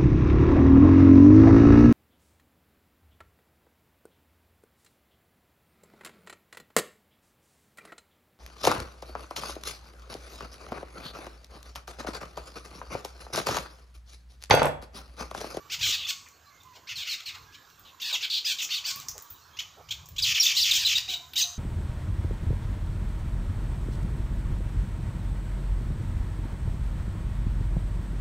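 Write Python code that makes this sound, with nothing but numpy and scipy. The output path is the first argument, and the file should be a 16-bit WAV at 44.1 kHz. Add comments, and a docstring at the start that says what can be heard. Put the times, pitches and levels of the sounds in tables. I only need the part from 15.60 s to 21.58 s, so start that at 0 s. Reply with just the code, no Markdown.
"""Weaver birds squabble at a garden feeder. Over a hush and the whistles of far birds, the scene opens with
rasps and trills, tones of the syrinx made harsh by modulation, and wings that push puffs of air.
Softer down-slurs follow, and from 2.4 s the quarrel grows. Near 3.5 s beaks crack seed, each husk ringing
briefly; three sharp chacks come next, and from 4.6 s slurs, chips and rasps crowd in at their loudest.
Throughout, the feeder, ground, fence and walls reflect the calls and clicks."""
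import sys
import numpy as np
from scipy import signal
from scipy.fft import rfft, irfft
from scipy.io import wavfile
from scipy.ndimage import uniform_filter1d

SR = 44100
rng = np.random.default_rng(int(sys.argv[2]) if len(sys.argv) > 2 else 0)


def unload_audio(sound):
    """Save the sound as a 16-bit wav file, at the path given as the first command line argument."""
    columns = np.transpose(np.atleast_2d(sound))
    # keep every value between -1 and 1, then stretch to whole-number steps
    steps = np.round(np.clip(columns, -1, 1) * 32767)
    wavfile.write(sys.argv[1], SR, steps.astype(np.int16))


N = 263718

# Levels in the tables are relative: filters and mixing gains act on them later.
# hush of leaves and distance: frequency_hz, density_db
HUSH_SPECTRUM = [(100, -12.5), (170, -10.5), (300, -7.5), (600, -11), (1100, -3), (1650, -8), (2100, -15),
                 (3500, -11), (5000, -14), (7000, -12.5), (9000, -31), (11500, -30.5), (14000, -13.5),
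                 (15800, -25)]
# course of the hush: time_s, level_db
HUSH_LEVELS = [(0.0, -60.5), (0.37, -56.5), (0.6, -63), (3.51, -58), (4.38, -62), (5.11, -59),
               (5.98, -59.5)]
# likeness of the hush left and right: frequency_hz, coherence
HUSH_COHERENCE = [(50, 0.72), (250, 0.99), (600, 0.99), (1200, 0.59), (2500, 1), (15000, 1)]
# stirring air: frequency_hz, density_db
AIR_SPECTRUM = [(15, -56), (25, -29), (52, -7), (75, 6), (140, -3), (173, -6), (227, -48), (300, -28),
                (390, -68), (660, -120)]
# course of the stirring air: time_s, level_db
AIR_LEVELS = [(0.0, -64), (0.3, -65), (2.51, -70), (2.65, -73), (4.15, -64.5), (4.35, -56.5), (5.18, -59.5),
              (5.63, -63), (5.98, -55)]
# reverberation of the garden: frequency_hz, t60_s
GARDEN_DECAY = [(200, 0.12), (1000, 0.76), (3500, 0.37), (7000, 0.6), (15000, 0.38)]
# reflections from feeder roof, tray, ground and fence: delay_s, gain_db
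REFLECTIONS = [(.0013, -43), (.0034, -18), (.0068, -12.5), (0.01, -10), (0.02, -13), (0.029, -12.5)]
# rightward lean of the surroundings: frequency_hz, left_minus_right_db
BALANCE = [(300, 0.5), (700, -3.5), (1300, -10), (2400, -4)]
# distant whistles: start_s, length_s, level_db, start_hz, end_hz
FAR_WHISTLES = [(0, 0.066, -52, 1143, 1130), (.243, 0.32, -55, 1281, 1075), (.86, 0.098, -60.5, 1161, 1049),
                (.897, 0.092, -60.5, 2177, 2070), (1.045, 0.13, -56, 997, 999),
                (1.775, .062, -65, 1268, 1200), (1.863, 0.14, -60, 1600, 1756),
                (2.18, 0.32, -64.5, 1160, 955), (3.05, 0.25, -58.5, 1295, 1065),
                (3.3, 0.1255, -52, 1060, 1230), (3.56, 0.186, -68, 1140, 1190),
                (4.026, 0.086, -62, 1200, 1300), (5.48, 0.078, -50.5, 734, 714),
                (5.596, .11, -59.5, 976, 1017), (5.837, 0.058, -54.5, 712, 683)]
# birds flying past: start_s, length_s, peak_db
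FLYBYS = [(0.164, 0.16, -49), (1.294, 0.1356, -61), (1.661, 0.31, -62.5), (3.424, 0.182, -58.5),
          (3.693, 0.058, -58), (4.249, 0.144, -60), (4.491, 0.26, -48.5), (4.869, 0.72, -57.5)]
# feathers rubbing as birds land and jostle: start_s, length_s, level_db, centre_hz
FEATHER_SCUFFS = [(.279, 0.038, -55.5, 320), (1.135, 0.094, -63.5, 680), (1.741, 0.056, -57, 1190),
                  (2.502, 0.083, -51, 856), (3.32, 0.12, -59, 127), (3.533, 0.073, -56, 600),
                  (4.155, 0.084, -55.5, 580), (4.66, 0.1, -59, 143.5), (5.124, 0.073, -65, 315),
                  (5.462, 0.085, -61, 308)]
# husks snapping: start_s, level_db, ring_hz, t60_s
SEED_CRACKS = [(0.6865, -36, 6340, 0.023), (1.033, -39, 6850, 0.017), (2.101, -41, 3880, 0.018),
               (2.196, -37, 14000, .02), (2.417, -26, 13500, .027), (3.36, -19, 14200, .01),
               (3.401, -16.5, 6900, 0.0054), (3.4848, -18, 5960, 0.054), (3.5802, -17.5, 7000, 0.0057),
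               (3.6232, -25.5, 14500, 0.023), (3.703, -29.5, 15200, 0.12), (4.458, -35, 6400, 0.035),
               (4.488, -21, 15200, 0.017), (5.7352, -26.5, 3605, 0.048)]
# colour of breath and of cracking husks: frequency_hz, gain_db
HISS_SPECTRUM = [(300, -14), (1000, -7), (2000, -6), (3500, -7), (7000, -4), (9000, -9), (11500, -6),
                 (13000, 3), (14800, 9), (15800, 8)]
# tone colour of the calls (full middle, dip near 9 kHz, bright top): frequency_hz, gain_db
VOICE_COLOUR = [(500, -28), (1200, -1), (1800, -7), (2300, -4), (4500, -0.5), (6800, -3), (8000, -10.5),
                (9300, -18.5), (11500, -13), (14500, 3)]
# short clear chips: start_s, length_s, level_db, top_hz
CHIP_NOTES = [(0.446, 0.017, -31, 3510), (1.001, 0.015, -55, 3660), (2.849, 0.02, -27, 4970),
              (3.102, 0.024, -33.5, 4520), (3.115, 0.035, -30.5, 3670), (3.249, 0.016, -29.5, 4710),
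              (4.797, .016, -15.5, 5600), (4.863, 0.01, -18, 3616), (5.247, 0.028, -19, 4050),
              (5.351, 0.0209, -19.5, 3794), (5.485, 0.024, -29, 3950), (5.535, 0.019, -26.5, 3870),
              (5.762, 0.013, -24.5, 3830), (5.814, 0.0165, -20.5, 6320), (5.821, 0.021, -24.5, 3970)]
# lone sharp chacks: start_s, level_db, top_hz
CHACK_CALLS = [(3.986, -28, 3253), (4.305, -27.5, 3520), (4.58, -24.5, 3750)]
# whistled down-slurs: start_s, length_s, level_db, top_hz, end_hz, following_trill_s
SLUR_CALLS = [(1.354, 0.041, -35, 4360, 3320, 0), (1.489, 0.056, -30.5, 4350, 3574, 0),
              (1.655, 0.045, -35.5, 4450, 3430, 0), (2.525, .04, -23.5, 3920, 2347, 0),
              (3.137, 0.055, -29.5, 4670, 2694, 0), (4.62, 0.038, -21, 5020, 2338, .071),
              (4.805, 0.039, -21.5, 5300, 2740, .083), (4.826, 0.035, -23, 7160, 5280, 0),
              (5.006, 0.044, -21, 5500, 2480, .056), (5.108, 0.016, -16.5, 4060, 2800, 0),
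              (5.259, 0.023, -21.5, 4100, 2630, .06)]
# sinking trills: start_s, length_s, level_db, top_hz, overtone_db
TRILL_NOTES = [(0.265, .054, -23.5, 3593, -2), (0.37, 0.075, -33, 3550, -29),
               (0.657, 0.025, -50, 2265, -28), (1.497, 0.058, -32.5, 2750, -3),
               (1.658, 0.055, -37.5, 2770, -7), (2.247, 0.059, -51.5, 3550, -30),
               (2.697, .048, -27.5, 4190, -11.5), (2.732, 0.06, -25.5, 4150, -14),
               (2.983, .05, -29, 3356, -7), (4.744, 0.048, -21.5, 3070, -7)]
# harsh rasps: start_s, length_s, level_db, top_hz, overtone_db, roughness
RASP_CALLS = [(0.113, 0.038, -28.5, 3220, -0.5, 0.63), (0.204, 0.043, -29, 3640, -10, 0.56),
              (0.225, 0.046, -23, 3302, -3, 0.56), (0.318, 0.039, -24.5, 3853, -10, 0.6),
              (0.482, 0.03, -25.5, 3573, 0, .62), (1.148, 0.029, -50, 3220, -1, 0.6),
              (1.286, .046, -33, 2890, -7, .46), (1.377, 0.061, -32.5, 3506, -9, 0.56),
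              (1.466, 0.027, -31.5, 2917, -6, 0.54), (1.597, 0.012, -39.5, 3030, 3, 1.1),
              (1.733, 0.027, -42.5, 2885, -4, 1.07), (1.938, 0.0224, -46, 3336, -6, .65),
              (2.414, 0.0208, -32, 3750, -15, .45), (2.436, .085, -29.5, 3726, -7.5, 0.76),
              (2.622, 0.036, -26.5, 3423, -13.5, 0.61), (2.86, 0.072, -24.5, 3640, -3.5, 0.58),
              (3.017, 0.037, -29, 3446, 8, 0.34), (3.105, 0.048, -29, 3050, -5.5, 0.33),
              (3.255, 0.064, -28, 3373, 4, 0.7), (3.312, 0.12, -44, 3470, 4, 1.2),
              (4.963, 0.046, -19, 4264, -7, 0.44), (5.12, 0.027, -27, 3490, 14, .95),
              (5.148, 0.029, -20, 3475, -1, 0.39), (5.17, 0.075, -26, 3860, -5.5, 0.76),
              (5.372, 0.016, -22.5, 3900, -5.5, 0.69), (5.493, 0.053, -30.5, 3384, -5, 0.45),
              (5.771, 0.048, -21, 4065, 0, .56)]

# Note shapes; ratios are to the top pitch, and top_place is a share of the note's length:
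# start_ratio, end_ratio, top_place, trill_hz, trill_depth, roughness
CHIP_SHAPE = (0.94, 0.946, 0.545, 114, 0.037, 0.16)
CHACK_SHAPE = (0.72, 0.92, 0.667, 103, 0.052, 0.29)
TRILL_SHAPE = (0.98, 0.84, 0.1565, 68, 0.1782, 0.28)
LEAD_IN_SHAPE = (0.72, 0.84, 0.92, 105, 0.0098, 0.41)
RASP_SHAPE = (0.9, 0.82, 0.379, 72, 0.0775)  # each call adds its roughness
SLUR_SHAPE = (0.1052, 80, 0.042, 0.28)  # each call supplies the two ratios

BAND_EDGE_HZ = 15520


def gain_of(db):
    """The decibel law: 20 dB is a factor of ten in amplitude."""
    return 10 ** (np.asarray(db) / 20)


def unit_rms(x):
    """Normalisation to unit mean power."""
    return x / np.sqrt(np.mean(x ** 2) + 1e-20)


def at_frequency(points, hz):
    """Interpolation of a table on a logarithmic frequency axis."""
    table_hz, value = np.transpose(points)
    return np.interp(np.log(hz + 1), np.log(table_hz + 1), value)


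def over_time(points):
    """Linear interpolation of a table at every sample."""
    return np.interp(np.arange(N) / SR, *np.transpose(points))


def add(mix, start_s, sound):
    """Superposition: a sound sums into the mix from start_s on."""
    part = mix[max(round(start_s * SR), 0):][:len(sound)]
    part += sound[:len(part)]


def coloured(x, points):
    """Linear filtering: the spectrum is multiplied by a gain curve."""
    return irfft(rfft(x) * gain_of(at_frequency(points, np.fft.rfftfreq(N, 1 / SR))), N)


def noise(spectrum):
    """Spectral shaping of white noise, at unit power."""
    return unit_rms(coloured(rng.standard_normal(N), spectrum))


def wander(cutoff_hz):
    """Low-pass filtered noise: a smooth random fluctuation of unit power."""
    rolloff = 1 + (np.fft.rfftfreq(N, 1 / SR) / cutoff_hz) ** 4
    return unit_rms(irfft(rfft(rng.standard_normal(N)) / rolloff, N))


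def fade(t, length_s, rise_s, fall_s):
    """An amplitude envelope with sine-squared attack and release."""
    attack = np.sin(np.pi / 2 * np.clip(t / rise_s, 0, 1)) ** 2
    release = np.sin(np.pi / 2 * np.clip((length_s - t) / fall_s, 0, 1)) ** 2
    return attack * release


def hush(patch_db=3.2):
    """Partial coherence: leaves and distance give a patchy noise, largely alike left and right."""
    frames, hz = N // 256 + 5, np.fft.rfftfreq(1024, 1 / SR)
    a, b, c, d, patches = rng.standard_normal((frames, len(hz), 5)).T
    left, independent = a + 1j * b, c + 1j * d
    coherence = np.clip(at_frequency(HUSH_COHERENCE, hz), -1, 1)[:, None]
    right = coherence * left + np.sqrt(1 - coherence ** 2) * independent
    patches = uniform_filter1d(patches, size=7, axis=0)  # smooth across frequency, then time
    patches = unit_rms(uniform_filter1d(patches, size=14, axis=1))
    colour = gain_of(at_frequency(HUSH_SPECTRUM, hz)[:, None] + patch_db * patches)
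    stereo = signal.istft(np.array([left, right]) * colour, nperseg=1024, noverlap=768)[1][:, :N]
    return gain_of(over_time(HUSH_LEVELS) + 2) * unit_rms(stereo)


def stirring_air(gust_hz=2, gust_db=2.5):
    """Slow amplitude modulation: small gusts swell a low rumble."""
    return gain_of(over_time(AIR_LEVELS) - 1 + gust_db * wander(gust_hz)) * noise(AIR_SPECTRUM)


def garden_reverb(x):
    """Scattering from leaves and walls: dense echoes decay exponentially, each band at its own rate."""
    taps = np.zeros(SR)
    slots = np.arange(SR // 100, SR - 20, 20)
    taps[slots + rng.integers(0, 20, len(slots))] = rng.choice([-1., 1.], len(slots))
    hz, t, spectra = signal.stft(taps, SR, nperseg=256)
    decay = gain_of(-60 * t / at_frequency(GARDEN_DECAY, hz)[:, None])
    tail = signal.istft(spectra * decay, SR, nperseg=256)[1]
    return signal.fftconvolve(x, tail / np.linalg.norm(tail))[:N]


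def far_birds(octave_db=-14, waver=0.024, flutter_db=3):
    """Random modulation: low two-harmonic whistles waver in pitch and level."""
    out, drift = np.zeros(N), wander(34)
    flutter = gain_of(flutter_db * wander(25))
    for start_s, length_s, level_db, start_hz, end_hz in FAR_WHISTLES:
        t = np.arange(int(length_s * SR)) / SR
        hz = np.linspace(start_hz, end_hz, len(t)) * (1 + waver * drift[round(start_s * SR):][:len(t)])
        phase = 2 * np.pi * np.cumsum(hz) / SR
        tone = np.sin(phase) + gain_of(octave_db) * np.sin(2 * phase)
        add(out, start_s, gain_of(level_db) * unit_rms(tone * fade(t, length_s, 0.0073, 0.025)))
    return out * unit_rms(flutter)


def wing_strokes(rate_hz=25, stroke_s=0.073, push_hz=79, spread_octaves=0.17, edge_db=-9):
    """Periodic pushes of air swell as a bird nears and fade as it leaves; yields rows like the scuffs."""
    for start_s, length_s, peak_db in FLYBYS:
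        for t in np.arange(0, length_s - stroke_s / 2, 1 / rate_hz):
            away = (2 * t + stroke_s) / length_s - 1
            centre_hz = push_hz * 2 ** (spread_octaves * rng.standard_normal())
            yield start_s + t, stroke_s, peak_db + edge_db * away ** 2, centre_hz


def wings(half_width_octaves=0.67):
    """Band-limited noise bursts: low for displaced air, higher for the friction of feathers."""
    out, size = np.zeros(N), SR // 4
    octaves = np.log2(np.fft.rfftfreq(size, 1 / SR) + 1)
    for start_s, length_s, level_db, centre_hz in FEATHER_SCUFFS + list(wing_strokes()):
        rolloff = 1 + ((octaves - np.log2(centre_hz)) / half_width_octaves) ** 4
        puff = irfft(rfft(rng.standard_normal(size)) / rolloff, size)[:int(length_s * SR)]
        add(out, start_s, gain_of(level_db) * unit_rms(puff * np.hanning(len(puff))))
    return out


def pecks(ring_width_hz=2400, crack_db=-3):
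    """Impulsive excitation: a husk snaps, and its crack and broad resonance decay exponentially."""
    out, t = np.zeros(N), np.arange(SR // 10) / SR
    crack, ring = noise(HISS_SPECTRUM), wander(ring_width_hz / 2)
    for start_s, level_db, ring_hz, t60_s in SEED_CRACKS:
        span = round(start_s * SR) + np.arange(len(t))
        snap = ring[span] * np.sin(2 * np.pi * ring_hz * t) + gain_of(crack_db) * crack[span]
        add(out, start_s, gain_of(level_db - 6 - 60 * t / t60_s) * snap)
    return out


def flock_notes(count=26, length_s=0.045, level_db=-66.5, spread_db=2.5, top_hz=3940, octaves=0.3):
    """A random point process: the rest of the flock chips faintly in the trees."""
    starts = rng.uniform(0, N / SR - 2 * length_s, count)
    for start_s, (loud, high) in zip(starts, rng.standard_normal((count, 2))):
        pitch_hz = top_hz * 2 ** (octaves * high)
        yield start_s, length_s, level_db + spread_db * loud, pitch_hz, -15.5, CHIP_SHAPE


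def weaver_notes(chack_s=0.0143, lead_s=0.018, overlap_s=0.00862, lower=0.9, run_on_hz=3110):
    """Calls are sequences of notes; yields start_s, length_s, level_db, top_hz, overtone_db, shape."""
    for note in CHIP_NOTES:
        yield *note, -15.5, CHIP_SHAPE
    for start_s, level_db, top_hz in CHACK_CALLS:  # faint lead-in, sharp chip, harsh snap
        yield start_s - 0.021, chack_s, level_db - 15.5, top_hz * lower, -2, LEAD_IN_SHAPE
        yield start_s, chack_s, level_db, top_hz, -7.5, CHACK_SHAPE
        yield start_s + 0.009, chack_s, level_db - 6, top_hz * lower, -2, (*RASP_SHAPE, 0.54)
    for start_s, length_s, level_db, top_hz, end_hz, trill_s in SLUR_CALLS:
        yield start_s, length_s, level_db, top_hz, -7.5, (1, end_hz / top_hz, *SLUR_SHAPE)
        if trill_s > 0:
            yield start_s + length_s, trill_s, level_db - 0.7, run_on_hz, -3, TRILL_SHAPE
    for note in TRILL_NOTES:
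        yield *note, TRILL_SHAPE
    for start_s, length_s, level_db, top_hz, overtone_db, rough in RASP_CALLS:
        # a rasp swells out of a softer, lower, rising note
        yield start_s - lead_s, lead_s + overlap_s, level_db - 8, top_hz * lower, -2, LEAD_IN_SHAPE
        yield start_s, length_s, level_db, top_hz, overtone_db, (*RASP_SHAPE, rough)
    yield from flock_notes()


def weavers(buzz_index=1.86, buzz_chop=0.6, trill_octaves=0.25, rise_s=0.0041, fall_s=0.00793):
    """Modulation makes sidebands: the syrinx's second side splits an arched whistle into a harsh stack."""
    voice, breath = np.zeros(N), np.zeros(N)
    fluctuations = np.array([wander(hz) for hz in (40, 300, 400, 90)])
    for start_s, length_s, level_db, top_hz, overtone_db, shape in weaver_notes():
        start_ratio, end_ratio, top_place, trill_hz, trill_depth, rough = shape
        rough = np.clip(rough, 0, 1)
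        t = np.arange(int((length_s + fall_s / 2) * SR)) / SR
        drift, jitter, flicker, slip = fluctuations[:, round(start_s * SR):][:, :len(t)]
        progress = t / t[-1]
        climb = np.clip(1 - progress / top_place, 0, 1)
        drop = np.clip((progress - top_place) / (1 - top_place), 0, 1)
        arch_hz = top_hz * (1 + (start_ratio - 1) * climb ** 2 + (end_ratio - 1) * drop ** 1.2)
        # each note trills at its own uneven rate: a quick jump up, then a louder slide down
        beat_hz = trill_hz * 2 ** (trill_octaves * drift[0]) * (1 + 0.201 * drift)
        beat = 2 * np.pi * np.cumsum(beat_hz) / SR
        hz = arch_hz * (1 + trill_depth * np.sin(beat + np.sin(beat) / 2) + 0.025 * rough * jitter)
        throb = 0.057 * np.tanh(10 * trill_depth) * np.cos(beat)
        # the second oscillator locks loosely to a quarter of the pitch
        buzz = np.sin(2 * np.pi * np.cumsum(hz / 4 * (1 + 0.012 * slip)) / SR)
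        phase = 2 * np.pi * np.cumsum(hz) / SR + buzz_index * rough * buzz
        fourth = np.sin(4 * phase) * (4 * hz < SR - BAND_EDGE_HZ)  # muted where it would alias in band
        overtones = np.sin(2 * phase) + gain_of(-12) * (np.sin(3 * phase) + fourth)
        # harsh notes swell more slowly; the tone brightens with pressure
        pressure = fade(t, t[-1], rise_s + 0.016 * rough ** 2, fall_s)
        tone = np.sin(phase) + gain_of(overtone_db) * pressure * overtones
        tone *= 1 + buzz_chop * rough * buzz
        effort = gain_of(level_db) * unit_rms(pressure * np.exp(0.15 * rough * flicker - throb))
        add(voice, start_s, effort * unit_rms(tone))
        add(breath, start_s, effort * (1 + rough) / 2)
    hiss = gain_of(-18) * breath * noise(HISS_SPECTRUM)
    return coloured(voice, VOICE_COLOUR) + hiss


def scene(near_db=-2, near_echo_db=-9, far_db=-4, far_echo_db=-5):
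    """Distance and direction cues: the flock is straight ahead; far birds echo more and lie right."""
    near = gain_of(near_db) * (weavers() + pecks())
    far = far_birds()
    centre = near + garden_reverb(gain_of(near_echo_db) * near)
    for delay_s, gain_db in REFLECTIONS:
        add(centre, delay_s, gain_of(gain_db) * near)
    around = hush() + stirring_air()
    around += gain_of(far_db) * far + garden_reverb(gain_of(far_echo_db) * far) + wings()
    left = coloured(around[0], [(hz, db / 2) for hz, db in BALANCE])
    right = coloured(around[1], [(hz, -db / 2) for hz, db in BALANCE])
    return centre + np.array([left, right])


def record(dry):
    """Band limiting: a steep low-pass filter removes the highest treble."""
    lowpass = signal.firwin(511, BAND_EDGE_HZ, window=("kaiser", 9), fs=SR)
    return signal.oaconvolve(dry, lowpass[None], "same")


dry = scene()
out = record(dry)
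unload_audio(out)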